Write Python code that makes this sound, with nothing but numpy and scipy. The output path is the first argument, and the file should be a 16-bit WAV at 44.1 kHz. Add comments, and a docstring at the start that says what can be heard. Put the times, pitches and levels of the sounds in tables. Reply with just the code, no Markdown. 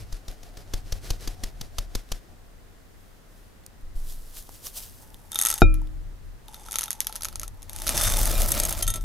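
"""At a worktop, a hand taps a mesh sieve over a glass bowl of flour: gritty cracks, low thuds, swishing flour.
Then fingers rub a small glass cup of chocolate chunks, the chunks rattle in it, the bowl is knocked,
and the chunks pour out onto the flour. Glass and worktop are ringing tones set off by clicks;
flour, skin and sliding chunks are coloured noise. The worktop trembles below, with faint hiss throughout."""
import sys
import numpy as np
from scipy import signal
from scipy.fft import rfft, irfft, next_fast_len
from scipy.io import wavfile

SR = 44100
rng = np.random.default_rng(int(sys.argv[2]) if len(sys.argv) > 2 else 0)


def int16_out(signal):
    """Quantize to a 16-bit WAV file."""
    q = np.round(np.clip(np.atleast_2d(signal).T, -1, 1) * 32767)
    wavfile.write(sys.argv[1], SR, q.astype(np.int16))


N = 398663


def amp(db):
    """Turns decibels into a plain factor."""
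    return 10 ** (np.asarray(db) / 20)


def rms_one(x):
    """Scales a signal to an average (rms) level of 1."""
    return x / np.sqrt(np.mean(x ** 2) + 1e-20)


def seconds():
    """The time of every sample."""
    return np.arange(N) / SR


def in_time(rows):
    """Draws each column as a line through time, very low outside the table."""
    start_s, *columns = np.transpose(rows)
    return [np.interp(seconds(), start_s, column, left=-120, right=-120) for column in columns]


def peaks_db(rows):
    """Levels that fall evenly in dB on both sides of each (s, dB, dB per s); the loudest counts."""
    t = seconds()
    return np.max([db - fall * np.abs(t - s) for s, db, fall in rows], axis=0)


def clicks(times, sizes):
    """Places single-sample clicks at the given times."""
    out = np.full(N, 1e-18)    # a tiny floor instead of exact silence
    where = np.minimum((np.asarray(times) * SR).astype(int), N - 1)
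    np.add.at(out, where, sizes)
    return out


def ring(x, hz, t60):
    """A unit click sets a sine of height 1 ringing; it drops 60 dB in t60 seconds."""
    shrink = amp(-60 / (t60 * SR))
    turn = 2 * np.pi * hz / SR
    return signal.lfilter([0, np.sin(turn)], [1, -2 * shrink * np.cos(turn), shrink * shrink], x)


def soften(x, hz):
    """Two gentle low-pass filters in a row: a longer, softer contact."""
    r = np.exp(-2 * np.pi * hz / SR)
    return signal.lfilter([(1 - r) ** 2], [1, -2 * r, r * r], x)


def fade(x, t60):
    """Each click becomes a step that dies away by 60 dB in t60 seconds."""
    return signal.lfilter([1], [1, -amp(-60 / (t60 * SR))], x)


def colour(x, spectrum):
    """Filters x by a (Hz, dB) curve, then scales it to rms 1."""
    size = next_fast_len(N)
    hz, db = np.transpose(spectrum)
    bin_hz = np.arange(size // 2 + 1) * SR / size
    gain = amp(np.interp(np.log(bin_hz + 1), np.log(hz), db))
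    return rms_one(irfft(rfft(x, size) * gain, size)[..., :N])


def noise(width):
    """Stereo noise, partly shared by both sides."""
    mid, side = rng.standard_normal((2, N))
    return np.array([mid + width * side, mid - width * side])


def grains(per_s, spread_db):
    """Random clicks of uneven size, pointing up or down."""
    sizes = amp(spread_db * np.minimum(rng.exponential(1, N), 5)) * rng.choice([-1, 1], N)
    return sizes * (rng.random(N) < per_s / SR)


def sides(pan_db):
    """Left and right factors; a positive pan_db leans left."""
    return amp(np.array([pan_db / 2, -pan_db / 2]))


def blow(s, db, light_hz, soft_hz):
    """One contact: soft ones lack treble, light ones lack bass."""
    push = soften(clicks([s], amp(db)), soft_hz)
    return push - soften(push, light_hz)


# Colour of the hiss: pitch_hz, relative_level_db
HISS_COLOUR = [(18, -40.5), (30, -10.5), (114, -14), (156, -11), (456, -17.5), (811, -21), (877, -23),
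               (2030, -25.5), (2190, -29.5), (5920, -33.5), (15600, -37.5)]
HISS_DB = -54.5


def hiss():
    """Steady, wide noise that is strongest in the bass."""
    return amp(HISS_DB) * colour(noise(0.87), HISS_COLOUR)


# Low tones of the worktop: pitch_hz, undamped_t60_s, left_swing (factor), right_swing (factor)
# Opposite signs rock the worktop from side to side.
WORKTOP_TONES = [(33.5, 1, 1.43, 1), (54.5, 0.27, 0.24, 0.89), (80.8, 1, 0.64, -0.48),
                 (87.5, 0.42, 0.34, 0.38), (136, 0.14, 0.16, -0.45), (205, 0.082, 0.078, 0.15)]


def worktop(push, damping):
    """A push sets the worktop's low tones ringing; damping shortens them all."""
    return sum(ring(push, hz, t60 / damping) * [[left], [right]]
               for hz, t60, left, right in WORKTOP_TONES)


# The worktop trembles under the hands and the falling chunks: start_s, level_db
TREMBLE = [(0.0, -33), (0.3, -51), (0.93, -35.5), (1.3, -38.5), (1.81, -43.5), (2.15, -49), (3.1, -52),
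           (3.78, -49.5), (3.96, -39.5), (4.5, -51), (4.88, -46), (5.44, -48.5), (5.78, -40), (6.02, -34.5),
           (6.49, -47), (7.1, -50.5), (7.4, -38.5), (7.7, -44.5), (8.06, -24.5), (8.41, -23.5), (8.6, -29),
           (9.04, -29.5)]
TREMBLE_LIGHT_HZ, TREMBLE_DAMPING = 43, 3.1   # small shakes move the lowest tone less


def trembling():
    """Random shaking with little deep bass keeps the worktop's tones rumbling."""
    shake = rng.standard_normal(N)
    light_shake = shake - soften(shake, TREMBLE_LIGHT_HZ)
    return amp(in_time(TREMBLE)[0]) * rms_one(worktop(light_shake, TREMBLE_DAMPING))


# The cup's blow reaches the worktop: start_s, strength_db, light_below_hz, soft_above_hz
WORKTOP_BUMP = [(5.620, -5, 85, 350)]


def worktop_bump():
    """One soft blow sets the worktop's low tones ringing."""
    return worktop(blow(*WORKTOP_BUMP[0]), damping=1.48)


# The microphone stand is nudged and sways: start_s, swing_db, pitch_hz, t60_s
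STAND_SWAY = [(3.831, -29, 17, 0.39), (3.958, -22, 19.3, 1.2)]


def stand_sway():
    """Each nudge starts a very low swing that dies away."""
    return sum(ring(clicks([s], amp(db)), hz, t60) for s, db, hz, t60 in STAND_SWAY)


# Tones of the glass bowl: pitch_hz, relative_level_db, t60_s, left_right_db (positive is left)
BOWL_TONES = [(219, -11, 0.11, 7.5), (262, -7.5, 0.048, 8), (310.3, -30.5, 0.72, -28.5),
              (352, -2, 0.077, -3), (444.6, -6, 0.055, 9), (539, -27.5, 0.3, 5), (687, 1, 0.027, 2.5),
              (769, -9, 0.053, 6), (1328, -27, 0.37, 13), (1382, 0.5, 0.033, 3.5), (2420, -14, 0.248, 2),
              (3745, -15.5, 0.079, 4), (5330, -28, 0.056, -12), (7100, -25, 0.06, 4)]


def bowl_ring(push):
    """A push rings all tones of the bowl, each heard from its own side."""
    return sum(amp(db) * ring(push, hz, t60) * sides(pan_db)[:, None]
               for hz, db, t60, pan_db in BOWL_TONES)


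# Blows on the bowl: start_s, strength_db, light_below_hz, soft_above_hz
BOWL_KNOCKS = [(5.619, -6.5, 15, 9000), (8.353, -10.5, 4500, 15000)]


def bowl():
    """The rim rings after each blow; being stiff, it takes up still less of a light blow's bass."""
    pushes = 0
    for s, db, light_hz, soft_hz in BOWL_KNOCKS:
        bass_cut = signal.butter(2, light_hz, "high", fs=SR, output="sos")
        pushes = pushes + signal.sosfilt(bass_cut, blow(s, db, light_hz, soft_hz))
    return bowl_ring(pushes)


# The stream of chunks landing on the flour: start_s, level_db
LANDING_STREAM = [(7.6, -66), (7.834, -47.5), (7.876, -36.5), (8.438, -34.5), (8.48, -38.5), (8.578, -32),
                  (8.74, -39), (8.78, -44), (8.81, -37.5), (8.86, -51), (8.885, -41), (8.93, -53),
                  (8.962, -36.5), (9.0, -59), (9.04, -70)]
# Lone chunks falling on the flour: peak_s, peak_level_db
LONE_DROPS = [(7.15, -50.5), (7.26, -50), (7.33, -53.5), (7.429, -47.5)]
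DROP_FALL_DB_PER_S = 352
# Colour of the patter: pitch_hz, relative_level_db
HEAP_COLOUR = [(70, -34), (130, -12), (210, -7), (400, -15), (590, -0.5), (1050, -11), (2000, -13.5),
               (4000, -11.5), (9000, -18.5)]


def heap():
    """Chunks patter on the flour as uneven bursts of noise, and jog the bowl into ringing."""
    drops = [(s, db, DROP_FALL_DB_PER_S) for s, db in LONE_DROPS]
    level_db = np.maximum(in_time(LANDING_STREAM)[0], peaks_db(drops))
    patter = (0.74 + fade(np.abs(grains(500, 2.54)), 0.0042)) * noise(0.097)
    jogged_bowl = amp(-8.5) * rms_one(bowl_ring(patter[0]))
    return amp(level_db) * (colour(patter, HEAP_COLOUR) + jogged_bowl)


# Hand against the sieve rim, all levels relative: start_s, crack_db, thud_db,
# swing_db (flour sliding on the swing towards the hand), throw_db (flour thrown after the tap),
# frame_db (frame creaking)
SIEVE_TAPS = [(-0.03, -60, -60, -70, -48, -62), (0.124, -31.5, -23.5, -64, -50, -57),
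              (0.2803, -31.5, -27.5, -65, -50, -55.5), (0.43, -38, -37, -65, -53.5, -54.5),
              (0.57, -34, -35.5, -67, -52, -53), (0.7354, -21.5, -20, -60.5, -47.5, -52),
              (0.9214, -22, -20, -53, -47.5, -55), (1.103, -18.5, -18, -42, -46.5, -53),
              (1.2736, -23.5, -24, -44.5, -46.5, -52.5), (1.435, -21, -24.5, -60, -48, -51),
              (1.61, -25, -31, -61, -51.5, -56), (1.7825, -18.5, -21.5, -61, -49, -54),
              (1.9498, -18.5, -21.5, -63, -47.5, -57), (2.117, -19.5, -24, -64, -48, -58),
              (2.29, -60, -45, -65, -69, -58)]
# Colour of the crack: pitch_hz, relative_level_db
CRACK_COLOUR = [(88, 5), (150, -2), (275, -3.5), (578, -8.5), (2360, -15), (3840, -7), (5680, -6.5),
                (6390, -5.5), (7470, -14.5), (12700, -16), (16000, -23)]
# Colour of the moving flour: pitch_hz, relative_level_db
FLOUR_COLOUR = [(530, 2.5), (900, -9.5), (1450, -4), (2700, -6.5), (3230, -5.5), (5460, -4), (7440, -9),
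                (11700, -10.5), (15600, -19)]
# Tones of the creaking frame: pitch_hz, relative_level_db, t60_s
FRAME_TONES = [(314, -6.5, 0.095), (406, -1, 0.021), (615, 1.5, 0.02), (716, 1.5, 0.036)]
SWING_LEAD_S, SWING_WIDTH_S = 0.043, 0.032   # the swing peaks before the tap
THROW_LAG_S, THROW_WIDTH_S = 0.029, 0.04     # the throw peaks after it
CRACK_TIME_S = 0.012                         # time scale of every crack
FIRM_DB, FIRM_PAN_DB, LEFTWARD_PER_DB = -18, 0.8, 0.15   # softer taps lie further left


def sieve():
    """Each tap is a gritty crack and a damped thud; flour swishes and the frame creaks before and after."""
    t = seconds()
    grit = 1 + .5 * fade(np.abs(grains(200, 4.0)), .004)
    flour = colour(noise(.35) * grit, FLOUR_COLOUR)
    creak = noise(0.28)
    frame = rms_one(sum(amp(db) * ring(creak, hz, t60) for hz, db, t60 in FRAME_TONES))
    crack_gain = np.zeros((2, N))
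    flour_gain, frame_gain = np.zeros((2, N))
    for s, crack_db, _, swing_db, throw_db, frame_db in SIEVE_TAPS:
        age = np.clip((t - s) / CRACK_TIME_S, 0, 9)
        crack_shape = 2.35 * age * np.exp(-6.0 * age ** 2) + 0.9 * age * np.exp(-3.0 * age)
        pan_db = FIRM_PAN_DB + LEFTWARD_PER_DB * (FIRM_DB - crack_db)
        crack_gain += amp(crack_db) * sides(pan_db)[:, None] * crack_shape
        swing = np.exp(-((t - s + SWING_LEAD_S) / SWING_WIDTH_S) ** 2)
        throw = np.exp(-((t - s - THROW_LAG_S) / THROW_WIDTH_S) ** 2)
        flour_gain += amp(swing_db) * swing + amp(throw_db) * throw
        frame_gain += amp(frame_db) * (0.51 * swing + throw)
    tap_s, thud_db = np.transpose(SIEVE_TAPS)[[0, 2]]
    thud_push = soften(clicks(np.maximum(tap_s, 0) + 0.0031, amp(thud_db)), 150)
    thuds = worktop(thud_push, damping=5.3)
    cracks = crack_gain * colour(noise(0.25), CRACK_COLOUR)
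    return cracks + flour_gain * flour + frame_gain * frame + thuds


# Strokes of skin on glass: peak_s, peak_level_db, fall_db_per_s (on either side)
SKIN_STROKES = [(3.05, -66, 60), (3.38, -62.5, 90), (4.108, -43, 168), (4.382, -39, 248),
                (4.554, -47.5, 150), (4.666, -33.5, 400), (4.776, -31, 415), (4.83, -40, 170)]
# Colour of skin on glass: pitch_hz, relative_level_db
SKIN_COLOUR = [(350, -10), (600, -4), (1600, -10.5), (2250, -10.5), (3080, -4), (4900, -1), (5850, -0.5),
               (7080, -1.5), (12400, 1.5), (15600, -4)]
# Small ticks, and at the end a ping of the glass cup: start_s, ring_level_db, pitch_hz, t60_s
TICKS_AND_PING = [(3.638, -49, 3500, .003), (3.664, -28, 7080, 0.0014), (3.81, -48, 9040, 0.0028),
                  (4.492, -32, 850, 0.0065), (4.669, -23.5, 5770, 0.0083), (5.144, -34.5, 3520, 0.0053),
                  (5.818, -41, 900, 0.027), (5.873, -44, 3500, 0.0027), (8.827, -30, 3160, 0.088)]
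# fingers rest on the cup and creep, then the sound falls away
HOLD_START_S, HOLD_END_S, HOLD_DB, HOLD_FALL_DB_PER_S = 3.955, 4.99, -54, 117


def fingers():
    """Rubbing is noise with fine stick-slip grit; small ticks and a last ping of the cup are edged rings."""
    t = seconds()
    after_hold_s = np.maximum(t - HOLD_END_S, 0)
    hold_db = np.where(t < HOLD_START_S, -120, HOLD_DB - HOLD_FALL_DB_PER_S * after_hold_s)
    grit = noise(.35) * (1 + .3 * rms_one(soften(np.abs(grains(300, 3.0)), 400)))
    rubbing = amp(np.maximum(peaks_db(SKIN_STROKES), hold_db)) * colour(grit, SKIN_COLOUR)
    rings = sum(ring(clicks([s], amp(db)), hz, t60) for s, db, hz, t60 in TICKS_AND_PING)
    edge_clicks = sum(clicks([s], amp(db - 5)) for s, db, _, _ in TICKS_AND_PING)
    edges = fade(edge_clicks, 0.0082) * colour(noise(0.59), SKIN_COLOUR)    # short bursts of noise
    return rubbing + rings + edges


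# The mass of chunks, in two spells, levels relative:
# start_s, sliding_db (over each other), wall_db (pressing on the wall of the cup)
CHUNK_MASS = [
    [(5.0, -60, -70), (5.29, -61.5, -68), (5.366, -44, -43), (5.456, -31, -33), (5.5, -36, -30),
     (5.62, -47.5, -45)],
    [(6.4, -77, -79), (6.53, -58, -47), (6.74, -57, -47), (7.32, -69, -57.5), (7.46, -69, -80),
     (7.68, -67, -69), (7.74, -54, -41.5), (7.83, -44, -42), (7.96, -31, -25), (8.04, -26.5, -21),
     (8.21, -31, -29.5), (8.53, -29.5, -44), (8.79, -39, -48), (8.93, -73, -66), (9.04, -57, -65)],
]
# smaller strikes: the click follows the press on the wall, the rings follow the click
SMALL_DB, SMALL_SPREAD_DB, SMALL_OTHER_DB, SMALL_LOW_DB = -1, 4, -14, -26.5


def small_strikes(wall_db, count):
    """Rows like those of the loud strikes, at random moments."""
    s = rng.uniform(CHUNK_MASS[0][0][0], N / SR, count)
    luck = rng.normal(0, 1, (count, 4))
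    click_db = wall_db[(s * SR).astype(int)] + SMALL_DB + SMALL_SPREAD_DB * luck[:, 0]
    other_db = SMALL_OTHER_DB + SMALL_SPREAD_DB * luck[:, 1]
    low_db = click_db[:, None] + SMALL_LOW_DB + SMALL_SPREAD_DB * luck[:, 2:]
    return np.column_stack([s, click_db, other_db, low_db])


# Tones of the glass cup: the lowest, three near 3.2-3.7 kHz, and the others:
# pitch_hz, relative_level_db, undamped_t60_s
LOWEST_TONES = [(1329, 0.0024, 0.16)]
MIDDLE_TONES = [(3210, -13, 0.16), (3606, -1.5, 0.096), (3650, -7.5, 0.25)]
OTHER_TONES = [(1890, -21.5, 0.11), (2760, -28.5, 0.071), (5000, -19.5, 0.0067), (5700, -9, 0.011),
               (6315, -12, 0.077), (6520, -5.5, 0.062), (7650, -6.5, 0.021), (8280, -9, 0.081),
               (9160, -5, 0.024), (10040, -2.5, 0.047), (10560, -7, 0.028), (11470, -3, 0.041),
               (12300, -24.5, .025), (13500, -10.5, .02)]
# Chunks lying in the cup damp it until it is empty: start_s, end_s, damping (divides t60; 1 = free)
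CUP_LOAD = [(5.0, 6.2, 3.2), (6.202, 8.45, 5.0), (8.45, 8.82, 2.2), (8.82, 9.04, 0.88)]


def cup_rings(strikes, crowd):
    """Each strike pushes every tone with its own strength; the crowd of chunks also stirs them."""
    s, click_db, other_db, middle_db, lowest_db = strikes.T
    tones = [(tone, lowest_db) for tone in LOWEST_TONES]
    tones += [(tone, middle_db) for tone in MIDDLE_TONES]
    tones += [(tone, click_db + other_db) for tone in OTHER_TONES]
    luck, place = rng.normal(0, 1, (2, len(s), len(tones)))
    out = np.zeros((2, N))
    for k, ((hz, db, t60), strike_db) in enumerate(tones):
        # each strike gets a random sign and a random side for every tone
        size = amp(strike_db + db + 1.1 * luck[:, k]) * np.sign(place[:, k])
        push = np.array([clicks(s, size * side) for side in sides(1.9 + 4.4 * place[:, k])])
        # crumbs are too light to move the low tones much
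        push += amp(db) * min(hz / 7000, 1) ** 2 * crowd
        for start_s, end_s, damping in CUP_LOAD:
            span = slice(int(start_s * SR), int(end_s * SR))
            out[:, span] += ring(push[:, span], hz, t60 / damping)
    return out


AIR_HZ, AIR_T60_S = 862, 0.033
AIR_DB, AIR_FOLLOWS = -32, 0.46   # added to this share of the wall press in dB


def cup_air(clumps, wall_db):
    """The air in the cup hums at one pitch, stirred by clumpy noise."""
    stir = clumps * (0.68 + fade(np.abs(grains(120, 1.5)), 0.03)) * noise(0.24)
    return amp(AIR_DB + AIR_FOLLOWS * wall_db) * rms_one(ring(stir, AIR_HZ, AIR_T60_S))


# Colour of chunks sliding on chunks: pitch_hz, relative_level_db
SCRAPE_COLOUR = [(530, -33.5), (900, -14.5), (1290, 1), (2220, -9.5), (2470, -19), (5820, -0.5),
                 (6410, -1.5), (7140, -0.5), (11600, 5), (16000, -1.5)]


def chunk_sliding(jostle, sliding_db):
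    """Scraping noise whose colour drifts at random between dull and bright."""
    scrape = colour(jostle, SCRAPE_COLOUR)
    dull = soften(scrape, 5000)
    drift = amp(2.0 * rms_one(soften(rng.standard_normal(N), 20)))
    return amp(sliding_db) * (dull * drift + (scrape - dull) / drift)


# Colour of the dry click: pitch_hz, relative_level_db
CLICK_COLOUR = [(290, -46), (500, -16), (3060, -8.5), (3590, -5.5), (4800, -7.5), (6420, -2.5),
                (7640, -14.5), (11500, -0.5), (16000, -26.5)]


def chunk_clicks(s, click_db):
    """A short burst of noise with a long, weak scatter of smaller contacts."""
    snap = clicks(s, amp(click_db))
    short = soften(fade(snap, 0.0033), 1300)
    scatter = amp(-21.0) * fade(snap, 0.093)
    return (short + scatter) * colour(noise(0.34), CLICK_COLOUR)


# The loudest chunks striking the cup, levels relative: start_s, click_db,
# other_rings_db (against the click), middle_ring_db, lowest_ring_db
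LOUD_STRIKES = [(5.3185, -27.5, 0, -34, -48), (5.3304, -29, -7, -33, -43), (5.3453, -26.5, -0.5, -49, -60),
                (5.3574, -15, -16, -21, -34), (5.383, -35, -3, -31, -44), (5.389, -16, 2.5, -32, -36.5),
                (5.3992, -27, 5, -27, -43), (5.414, -17, 5, -32, -47), (5.4227, -20, 5, -43, -34),
                (5.435, -24, 3, -33, -54), (5.4512, -16, 4, -38, -32), (5.46, -17.5, 3, -25, -28.5),
                (5.469, -16, 2, -44, -29), (5.4863, -20, 2, -34, -55), (5.493, -21, -9, -51, -38),
                (5.502, -16.5, 2.5, -39, -30), (5.5132, -19, 1, -47.5, -50.5), (5.5266, -23, -1, -41, -31),
                (5.5403, -20, 0.5, -56, -51), (5.5792, -27, -3, -47, -50), (5.5841, -26, -5, -60, -63),
                (5.609, -30, -5, -60, -50), (5.7417, -27.5, -22, -75, -57),
                (6.4829, -34.5, -13, -44.5, -52), (6.544, -28, -22, -60, -48),
                (6.6625, -33.5, -13, -57, -54), (6.6858, -30, -16, -47, -35), (6.711, -25, -8, -40, -66),
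                (6.7204, -23.5, -2, -34, -60), (6.7288, -20, -9, -62, -67), (6.7409, -24, -17, -32, -35),
                (6.7574, -11, -15, -28, -33.5), (6.786, -16, -0.5, -29, -32), (6.7919, -19, 1, -55, -59),
                (6.8098, -17.5, -7, -55, -60), (6.8187, -23, -8, -62, -33), (6.832, -16, -16, -47, -37),
                (6.8383, -22.5, 3, -59, -49), (6.8578, -25, -16, -66, -60), (6.8808, -31, -4, -35, -35),
                (6.9058, -17.5, 1.5, -61, -47), (6.9147, -21.5, -6, -62, -50), (6.93, -27, 0, -66, -61),
                (7.0046, -11, -3, -47, -58), (7.0146, -26, -20, -59, -66), (7.0461, -28, -14, -61, -70),
                (7.0695, -13.5, -17, -55, -48), (7.095, -31, -17, -69, -41), (7.1258, -23.5, -20, -62, -43),
                (7.1563, -20, -5, -47, -38), (7.1617, -21, -10, -63, -67), (7.2087, -28, -17, -70, -40),
                (7.2215, -22, -6, -59, -70), (7.2335, -20.5, -4, -49, -57), (7.2473, -20.5, -0.5, -54, -37),
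                (7.2531, -19.5, -6, -60, -35), (7.2852, -24, -12, -69, -44), (7.3273, -33, -15, -70, -44),
                (7.357, -21.5, -4, -59, -42), (7.3967, -23, -2.5, -65, -53), (7.4158, -32, -3, -59, -61),
                (7.4326, -18.5, -16, -69, -32.5), (7.4793, -33, 4, -74, -72), (7.6213, -37, -9, -70, -66),
                (7.629, -35.5, 0, -70, -70), (7.6956, -26, -5.5, -46, -55), (7.732, -27.5, -5, -60, -53),
                (7.7623, -26.5, -2, -60, -60), (7.787, -26, -9.5, -69, -57), (7.8195, -19, -11, -58, -66),
                (7.8676, -15, -12, -44, -24.5), (7.8723, -16, -20, -57, -45), (7.8792, -13, -14, -49, -53),
                (7.892, -9.5, -3.5, -52, -37), (7.9767, -13.5, -1.5, -51, -53), (7.97, -20, 1, -51, -43),
                (8.026, -24, -15, -51, -46), (8.0703, -21, -6, -45, -38), (8.3151, -24, 1, -44, -46),
                (8.5771, -24, -6, -50, -40), (8.1875, -18, -22, -50, -57), (8.2557, -16.5, 0.5, -45, -39),
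                (8.4191, -14.5, -1.5, -49, -57), (8.5187, -15, 1.5, -31, -48), (8.6, -14.5, -1, -48, -57),
                (8.6349, -22, 4, -52, -58), (8.6516, -21, 4.5, -54, -54), (8.7086, -26, -4, -51, -48.5),
                (8.7257, -20.5, -0.5, -46, -55), (8.7766, -26, -14, -66, -56), (8.7914, -26, -11, -48, -53),
                (8.8249, -20, -1, -40, -43), (8.828, -15.5, -10, -52, -54), (8.8676, -23, -12, -61, -55),
                (8.8779, -18.5, -2, -28, -33), (8.9027, -20.5, -3, -47, -62),
                (8.9394, -19.5, -9.5, -37.5, -39), (8.9582, -26, -4.5, -51, -46),
                (9.0101, -34, -13, -58, -68)]


def cup():
    """Chunks strike, slide and press in the glass cup: clicks, scraping, ringing tones and humming air."""
    sliding_db, wall_db = (np.maximum(*pair) for pair in zip(*map(in_time, CHUNK_MASS)))
    strikes = np.vstack([LOUD_STRIKES, small_strikes(wall_db, count=240)])
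    clumps = amp(2.0 * rms_one(soften(rng.standard_normal(N), 40)))   # slow, uneven swelling
    jostle = clumps * (.55 + fade(np.abs(grains(600, 3.1)), 0.0068)) * noise(.3)
    crowd = amp(wall_db - 24.5) * rms_one(jostle)
    out = chunk_sliding(jostle, sliding_db)
    out += chunk_clicks(strikes[:, 0], strikes[:, 1])
    out += cup_rings(strikes, crowd)
    return out + cup_air(clumps, wall_db)


def scene():
    """All sources together, from the background to the cup."""
    background = hiss() + trembling() + worktop_bump() + stand_sway()
    return background + bowl() + heap() + sieve() + fingers() + cup()


APART_HZ, APART_DB = 10000, -3.5   # the microphones point apart: more side sound in the treble
CUTOFF_HZ = 16800


def record(dry):
    """The treble is widened, the loudest peaks are rounded off near full scale, the top is cut."""
    treble = signal.butter(2, APART_HZ, "high", fs=SR, output="sos")
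    side = signal.sosfilt(treble, dry[0] - dry[1])
    wide = dry + amp(APART_DB) * side / 2 * [[1], [-1]]
    rounded = wide / (1 + wide ** 6) ** (1 / 6)
    top_cut = signal.cheby2(12, 70, CUTOFF_HZ, fs=SR, output="sos")
    return signal.sosfilt(top_cut, rounded)


dry = scene()
out = record(dry)
int16_out(out)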